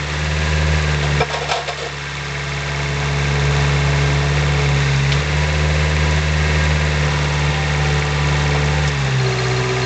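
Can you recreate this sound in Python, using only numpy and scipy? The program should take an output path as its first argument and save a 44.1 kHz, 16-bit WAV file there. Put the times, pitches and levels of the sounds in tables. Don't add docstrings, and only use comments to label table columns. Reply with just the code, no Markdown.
import sys
import numpy as np
from scipy import signal
from scipy.fft import rfft, irfft, next_fast_len
from scipy.io import wavfile

SR = 44100
rng = np.random.default_rng(int(sys.argv[2]) if len(sys.argv) > 2 else 0)


def wrap_up_sound(samples):
    columns = np.atleast_2d(samples).T
    tamed = np.clip(columns, -1, 1)
    steps = np.round(tamed * 32767).astype(np.int16)
    wavfile.write(sys.argv[1], SR, steps)


N = 434385
RUMBLE_REPEAT = 0.55


def exhaust(firing, hz, tone_db, octave_db, upper_db):
    # (multiple of the firing rate, level [dB])
    upper_orders = [(1.5, -4), (1.751, -13.5), (2.248, -9), (2.498, -25.5), (5.001, -6), (6, 4.5),
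                    (6.25, -5), (7, 0.5), (7.999, -20)]
    # (multiple of the firing rate, level against the octave at mid speed [dB], slope away from it [dB per Hz])
    near_orders = [(3, -22, 1.08), (4, -22.5, .2)]
    mid_speed_hz, muffler_hz = 69.4, 56
    pipe_hz, pipe_half_width_hz, pipe_db = 375, 32, 10

    def order(multiple):
        muffler_phase = np.arctan(multiple * hz / muffler_hz)
        return np.cos(2 * np.pi * multiple * firing - muffler_phase)

    uneven_db = 0.5 * drift(15)
    low = from_db(tone_db + uneven_db) * order(1)
    low += from_db(octave_db + uneven_db) * order(2)
    for multiple, db, slope in near_orders:
        speed_db = slope * np.abs(hz - mid_speed_hz)
        low += from_db(octave_db + db + speed_db + 2.0 * drift(4.4)) * order(multiple)
    upper = np.zeros(N)
    for multiple, db in upper_orders:
        pipe_lift = 1 / (1 + ((multiple * hz - pipe_hz) / pipe_half_width_hz) ** 2)
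        upper += from_db(db + pipe_db * pipe_lift + 2.0 * drift(5.2)) * order(multiple)
    return -np.sqrt(2) * (low + from_db(upper_db - 8.5) * upper)


def housing(cycle, hz, rumble_db, clatter_db):
    # (frequency [Hz], level [dB])
    rumble_spectrum = [(100, -16), (170, -4), (194, -13), (258, -15.5), (450, -12), (575, -12), (1200, -20),
                       (1560, -29), (2640, -120)]
    # (frequency [Hz], level [dB])
    clatter_spectrum = [(470, -35.5), (800, -6.5), (999, -6.5), (1080, -6.5), (1620, -5), (2210, -6),
                        (3000, -11.5), (3630, -10.5), (6990, -18.5), (7810, -22), (8900, -4.5),
                        (11600, -91.5), (19600, -120)]
    # (frequency [Hz], width [Hz], boost [dB])
    panels = [(410, 11, -5), (660, 4, 7), (740, 20, 3.5), (991, 7.6, 7), (1177, 20, 5), (1606, 17, 6),
              (1838, 97, 4.5), (2175, 60, 2.5), (2630, 94, 4.5), (2734, 100, 3), (3520, 170, 3),
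              (3830, 150, 2)]
    # (share of the four-stroke cycle, frequency [Hz], width [Hz], level [dB])
    contacts = [(0.029, 2170, 200, 2), (0.102, 1620, 149.6, -2.5), (.26, 1766, 205, -4.5),
                (0.272, 5100, 1430, -5), (.37, 2540, 251, -14), (0.528, 2220, 322, -2.5),
                (0.53, 3550, 404, -4), (0.529, 6330, 2640, -3), (0.591, 1686, 151, -3.5),
                (0.639, 3540, 298, -8), (0.762, 2620, 250, -3.5), (.80, 1854, 260, 1.5),
                (0.808, 2287, 254, 2), (0.813, 5900, 2030, -9.5), (0.852, 3750, 255, -7.5),
                (.95, 755, 119.4, -11.5), (0.963, 2150, 253, -4)]
    clatter_repeat, contact_repeat = 0.62, 0.75
    knock_db = -1.5

    rumble = colour(rattle(cycle, hz, RUMBLE_REPEAT), rumble_spectrum)
    clatter = colour(rattle(cycle, hz, clatter_repeat), clatter_spectrum)
    body = from_db(rumble_db) * rumble
    body += from_db(clatter_db + 0.5 + 0.5 * drift(7)) * clatter
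    body += sum((from_db(db) - 1) * resonance(body, mode_hz, width_hz) for mode_hz, width_hz, db in panels)

    metal = rattle(cycle, hz, contact_repeat)
    knocks = np.zeros(N)
    for at, mode_hz, width_hz, db in contacts:
        burst = metal * once_a_cycle(cycle, at, spread_db=2.5)
        knocks += from_db(db) * struck(burst, mode_hz, width_hz)
    return body + from_db(clatter_db + knock_db) * knocks


def speed_locked_tones(firing, clatter_db):
    # (multiple of the firing rate, start [s], stop [s], level against the clatter [dB])
    locked_lines = [(6.6, 2.2, 6.2, -18), (9.5, 2.27, 4.4, -13.5), (10.4, 2.9, 4.8, -12.5),
                    (10.58, 7.0, 8.95, -12), (4, 9.15, 9.97, -7), (15.8, 9.5, 9.97, -11),
                    (12.3, 2.6, 4.7, -15), (12.04, 7.1, 9.5, -12.5), (13.02, 5.3, 7.7, -14),
                    (13.56, 7.0, 8.7, -14), (21.33, .2, 1.17, -13), (21.43, 5.4, 7.0, -13),
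                    (22.43, 0.14, 4.6, -13.5), (24.74, 5.4, 7.8, -13), (28.3, 4.7, 7.0, -13),
                    (29.25, 5, 7.8, -15)]
    fade_s, flutter_db = 0.083, 2.0
    t, out = np.arange(N) / SR, np.zeros(N)
    for multiple, start, stop, db in locked_lines:
        fade = np.clip(np.minimum(t - start, stop - t) / fade_s, 0, 1)
        tone = np.cos(2 * np.pi * (multiple * firing + rng.random()))
        out += fade * from_db(db + flutter_db * drift(5.3)) * tone
    return np.sqrt(2) * from_db(clatter_db + 1.4 * drift(3.4)) * out


def buzz(cycle, hz, clatter_db):
    # (frequency [Hz], width [Hz], level against the clatter [dB])
    buzzing_panels = [(695, 60, -6), (1184, 58, -9.5), (5600, 1600, -12.5)]
    lug_from_hz, lug_full_hz = 64.6, 63.5
    lug = np.clip((lug_from_hz - hz) / (lug_from_hz - lug_full_hz), 0, 1)
    shaking = lug * from_db(clatter_db) * rattle(cycle, hz, RUMBLE_REPEAT)
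    return sum(from_db(db) * struck(shaking, mode_hz, width_hz) for mode_hz, width_hz, db in buzzing_panels)


def bucket():
    # (time [s], level [dB], grit against the stroke [dB],
    # lowest mode against the stroke [dB], rise [s], decay [s])
    scrapes = [(1.023, -14.5, 4, -7, 0.0037, 0.026), (1.201, -1, -17, -3, 0.0048, 0.014),
               (1.289, -9.5, -1, -11, 0.016, 0.042), (1.331, -11.5, 4, -4, 0.0084, 0.02),
               (1.362, -18, -14, -8, 0.0051, 0.011), (1.404, -16.5, -1, -6, 0.0082, 0.049),
               (1.485, -10, 1, -8, 0.0069, 0.022), (1.511, -7.5, 1.5, -11, 0.0013, 0.024),
               (1.55, -19, 2, -3, .006, 0.072), (1.674, -10, 3, -6.5, 0.0097, 0.025),
               (1.768, -18.5, 9.5, 3.5, 0.033, 0.053), (1.838, -24, -3.5, 1, .01, 0.037),
               (8.545, -9, -22, 0, .001, 0.0086)]
    # (frequency [Hz], width [Hz], level [dB])
    shell_modes = [(471, 45, 8), (705, 32, 6.5), (830, 42, -5), (940, 20, -1), (1083, 21, -5),
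                   (1315, 41, -3), (1620, 55, -11), (2360, 74, -5), (3540, 94, -13), (5200, 81, -10)]
    # (frequency [Hz], level [dB])
    grit_spectrum = [(530, -17), (900, -25), (1100, -11), (2090, -14), (2370, -8.5), (4300, -12),
                     (6490, -21), (8900, -16), (11600, -81), (19600, -120)]
    t = np.arange(N) / SR
    low, ringing, hiss = np.zeros((3, N))
    for s, db, grit_db, low_db, rise_s, decay_s in scrapes:
        age = np.maximum(t - s, 0)
        stroke = from_db(db) * (1 - np.exp(-age / rise_s)) * np.exp(-age / decay_s)
        ringing += stroke
        low += from_db(low_db) * stroke
        hiss += from_db(grit_db) * stroke
    stones = rng.standard_normal(N) * (rng.random(N) < 0.15)
    shell = np.zeros(N)
    for k, (hz, width_hz, db) in enumerate(shell_modes):
        drive = (ringing if k else low) * stones
        shell += (-1) ** k * from_db(db) * resonance(drive, hz, width_hz)
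    return from_db(22) * shell + from_db(-10.5) * hiss * colour(stones, grit_spectrum)


def linkage():
    # (time [s], level [dB], centre [Hz], width of each of two filters [Hz], decay [s])
    clanks = [(4.4762, -24, 2190, 1300, 0.012), (4.6299, -22, 2196, 1300, 0.016),
              (5.1198, -12.5, 3300, 2200, 0.014), (7.4465, -29, 2461, 1500, 0.012),
              (7.5423, -17.5, 2490, 1800, 0.015), (8.8755, -21.5, 5000, 6000, 0.011)]
    out, t, white = np.zeros(N), np.arange(N) / SR, rng.standard_normal(N)
    for s, db, hz, width_hz, decay_s in clanks:
        age = t - s
        burst = white * np.exp(-np.maximum(age, 0) / decay_s) * (age >= 0)
        crack = resonance(resonance(burst, hz, width_hz), hz, width_hz)
        out += from_db(db + 9.5) * crack
    return out


def chirps():
    # (time [s], level [dB])
    squeaks = [(9.198, -23), (9.262, -22), (9.325, -25), (9.386, -20), (9.441, -22), (9.508, -25),
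               (9.562, -21.5), (9.585, -25), (9.635, -29), (9.691, -26), (9.816, -25), (9.832, -23)]
    mode_hz, width_hz, decay_s, roughness = 4210, 74, 0.005, 0.4
    t = np.arange(N) / SR
    rub = sum(from_db(db) * (t >= s) * np.exp(-np.maximum(t - s, 0) / decay_s) for s, db in squeaks)
    tone = resonance(rub * np.cos(2 * np.pi * mode_hz * t), mode_hz, width_hz)
    rubbing = struck(rub * rng.standard_normal(N), mode_hz, width_hz)
    return from_db(7.0) * tone + roughness * rubbing


def air(down_db):
    air_db = -59.5
    band = signal.butter(2, [33, 55], "band", fs=SR, output="sos")
    return from_db(air_db - down_db) * rms_one(signal.sosfilt(band, rng.standard_normal(N)))


def levels(hz, down_db):
    # (firing rate [Hz], firing tone [dB], octave [dB],
    # upper exhaust orders [dB], housing rumble [dB])
    by_speed = [(63.4, -27.2, -15, -26.5, -26.5), (65.1, -31, -9.8, -32, -27.2),
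                (67.4, -23, -15, -32.5, -23.5), (68.8, -24.2, -14.8, -39, -30),
                (70.8, -21, -16.5, -31, -26.5), (73.3, -21, -18.3, -30.5, -27),
                (76.2, -16, -19.5, -30, -26.5)]
    dropouts_s = [.074, 5.235]
    dropout_db, dropout_width_s = 6.5, 0.028
    upper_share, rumble_share, clatter_share = 0.7, 0.73, 0.35
    clatter_db = -24.5

    rate_hz, *columns = np.transpose(by_speed)
    tone_db, octave_db, upper_db, rumble_db = (np.interp(hz, rate_hz, c) for c in columns)
    t = np.arange(N) / SR
    octave_loss_db = sum(dropout_db * np.exp(-((t - s) / dropout_width_s) ** 2) for s in dropouts_s)
    return (tone_db - down_db,
            octave_db - down_db - octave_loss_db,
            upper_db - upper_share * down_db,
            rumble_db - rumble_share * down_db,
            clatter_db - clatter_share * down_db)


def dip():
    # (time [s], added depth [dB])
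    dips = [(0.0, 7), (0.777, 2.2), (0.95, 2.2), (1.218, 14), (1.522, 8.5), (3.576, 0.8), (3.78, 1),
            (4.2, 1.2), (5.21, 2.5), (5.44, 2.5), (5.85, 2), (6.19, 3.2), (6.765, 2.5), (7.07, 2.2),
            (7.257, 2), (7.514, 3.5), (8.002, 3.0), (8.56, 1.3), (8.79, 0.5), (8.889, 4.5), (9.076, 3),
            (9.31, 2.6), (9.616, 4)]
    attack_s, recovery_db_per_s = 0.006, 10
    s, depth_db = np.transpose(dips)
    steps = np.zeros(N)
    steps[(s * SR).astype(int)] = np.maximum(depth_db, 0)
    owed = np.cumsum(steps) - recovery_db_per_s * np.arange(N) / SR
    down = owed - np.minimum(np.minimum.accumulate(owed), 0)
    r = np.exp(-1 / (attack_s * SR))
    return signal.lfilter([1 - r], [1, -r], down, zi=[r * down[0]])[0]


def rattle(cycle, hz, share):
    size = 2400
    position = (cycle % 1 * size).astype(int)
    first, second = rng.standard_normal((2, size))[:, position]
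    blend = 0.4 * hz + 0.3 * drift(0.3)
    recurring = np.cos(blend) * first + np.sin(blend) * second
    return np.sqrt(share) * recurring + np.sqrt(1 - share) * rng.standard_normal(N)


def once_a_cycle(cycle, share, spread_db):
    decay_s = 0.0042
    count = int(cycle[-1])
    clicks = np.zeros(N + 1)
    hits = np.searchsorted(cycle, np.arange(count) + share)
    clicks[hits] = from_db(spread_db * rng.standard_normal(count))
    return signal.lfilter([1], [1, -np.exp(-1 / (decay_s * SR))], clicks[:N] + 1e-18)


def struck(burst, hz, width_hz):
    return resonance(burst, hz, width_hz) / np.sqrt(np.pi * width_hz / SR)


def resonance(x, hz, width_hz):
    r = np.exp(-np.pi * width_hz / SR)
    feedback = [1, -2 * r * np.cos(2 * np.pi * hz / SR), r * r]
    return signal.lfilter([(1 - r * r) / 2, 0, (r * r - 1) / 2], feedback, x + 1e-18)


def colour(x, spectrum):
    hz, db = np.transpose(spectrum)
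    size = next_fast_len(N)
    log_hz = np.log(np.arange(size // 2 + 1) * SR / size + 1)
    shape_db = np.interp(log_hz, np.log(hz), db)
    shape_db -= 40 * np.maximum(np.log(hz[0]) - log_hz, 0)
    return rms_one(irfft(rfft(x, size) * from_db(shape_db), size)[:N])


def drift(rate_hz):
    step, settle = 40, 2000
    r = np.exp(-2 * np.pi * rate_hz * step / SR)
    white = rng.standard_normal(N // step + 2 + settle)
    slow = signal.lfilter([1], [1, -2 * r, r * r], white)[settle:]
    return np.interp(np.arange(N) / step, np.arange(len(slow)), rms_one(slow))


def from_db(db):
    return 10 ** (np.asarray(db) / 20)


def rms_one(x):
    return x / np.sqrt(np.mean(x ** 2) + 1e-20)


def scene():
    # (time [s], firing rate [Hz])
    speed = [(0.0, 72.6), (0.27, 75.7), (0.55, 76.2), (0.78, 76.2), (1.03, 72.6), (1.4, 72.6),
             (2.07, 70.65), (3.0, 70.85), (4.17, 70.8), (4.39, 72.7), (4.68, 70.5), (5.02, 68.9),
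             (5.13, 70.2), (5.24, 73.5), (5.5, 75.4), (6.1, 75.7), (6.83, 75.5), (7.1, 73.2), (7.45, 72.7),
             (7.59, 74.0), (7.8, 72.8), (8.6, 72.25), (8.81, 74.1), (9.12, 65.7), (9.33, 63.0),
             (9.85, 63.15)]
    pipe_lag = 0.62
    hz = np.interp(np.arange(N) / SR, *np.transpose(speed))
    firing = np.cumsum(hz) / SR
    cycle = firing / 4
    down_db = dip()
    tone_db, octave_db, upper_db, rumble_db, clatter_db = levels(hz, down_db)

    engine = exhaust(firing - pipe_lag, hz, tone_db, octave_db, upper_db)
    engine += housing(cycle, hz, rumble_db, clatter_db)
    engine += speed_locked_tones(firing, clatter_db) + buzz(cycle, hz, clatter_db)
    return (engine + bucket() + linkage() + chirps() + air(down_db))[None]


def record(dry):
    cutoff_hz = 9250
    rounded = 0.84 * np.tanh(dry / 0.98)
    return signal.sosfilt(signal.cheby2(12, 70, cutoff_hz, fs=SR, output="sos"), rounded)


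dry = scene()
out = record(dry)
wrap_up_sound(out)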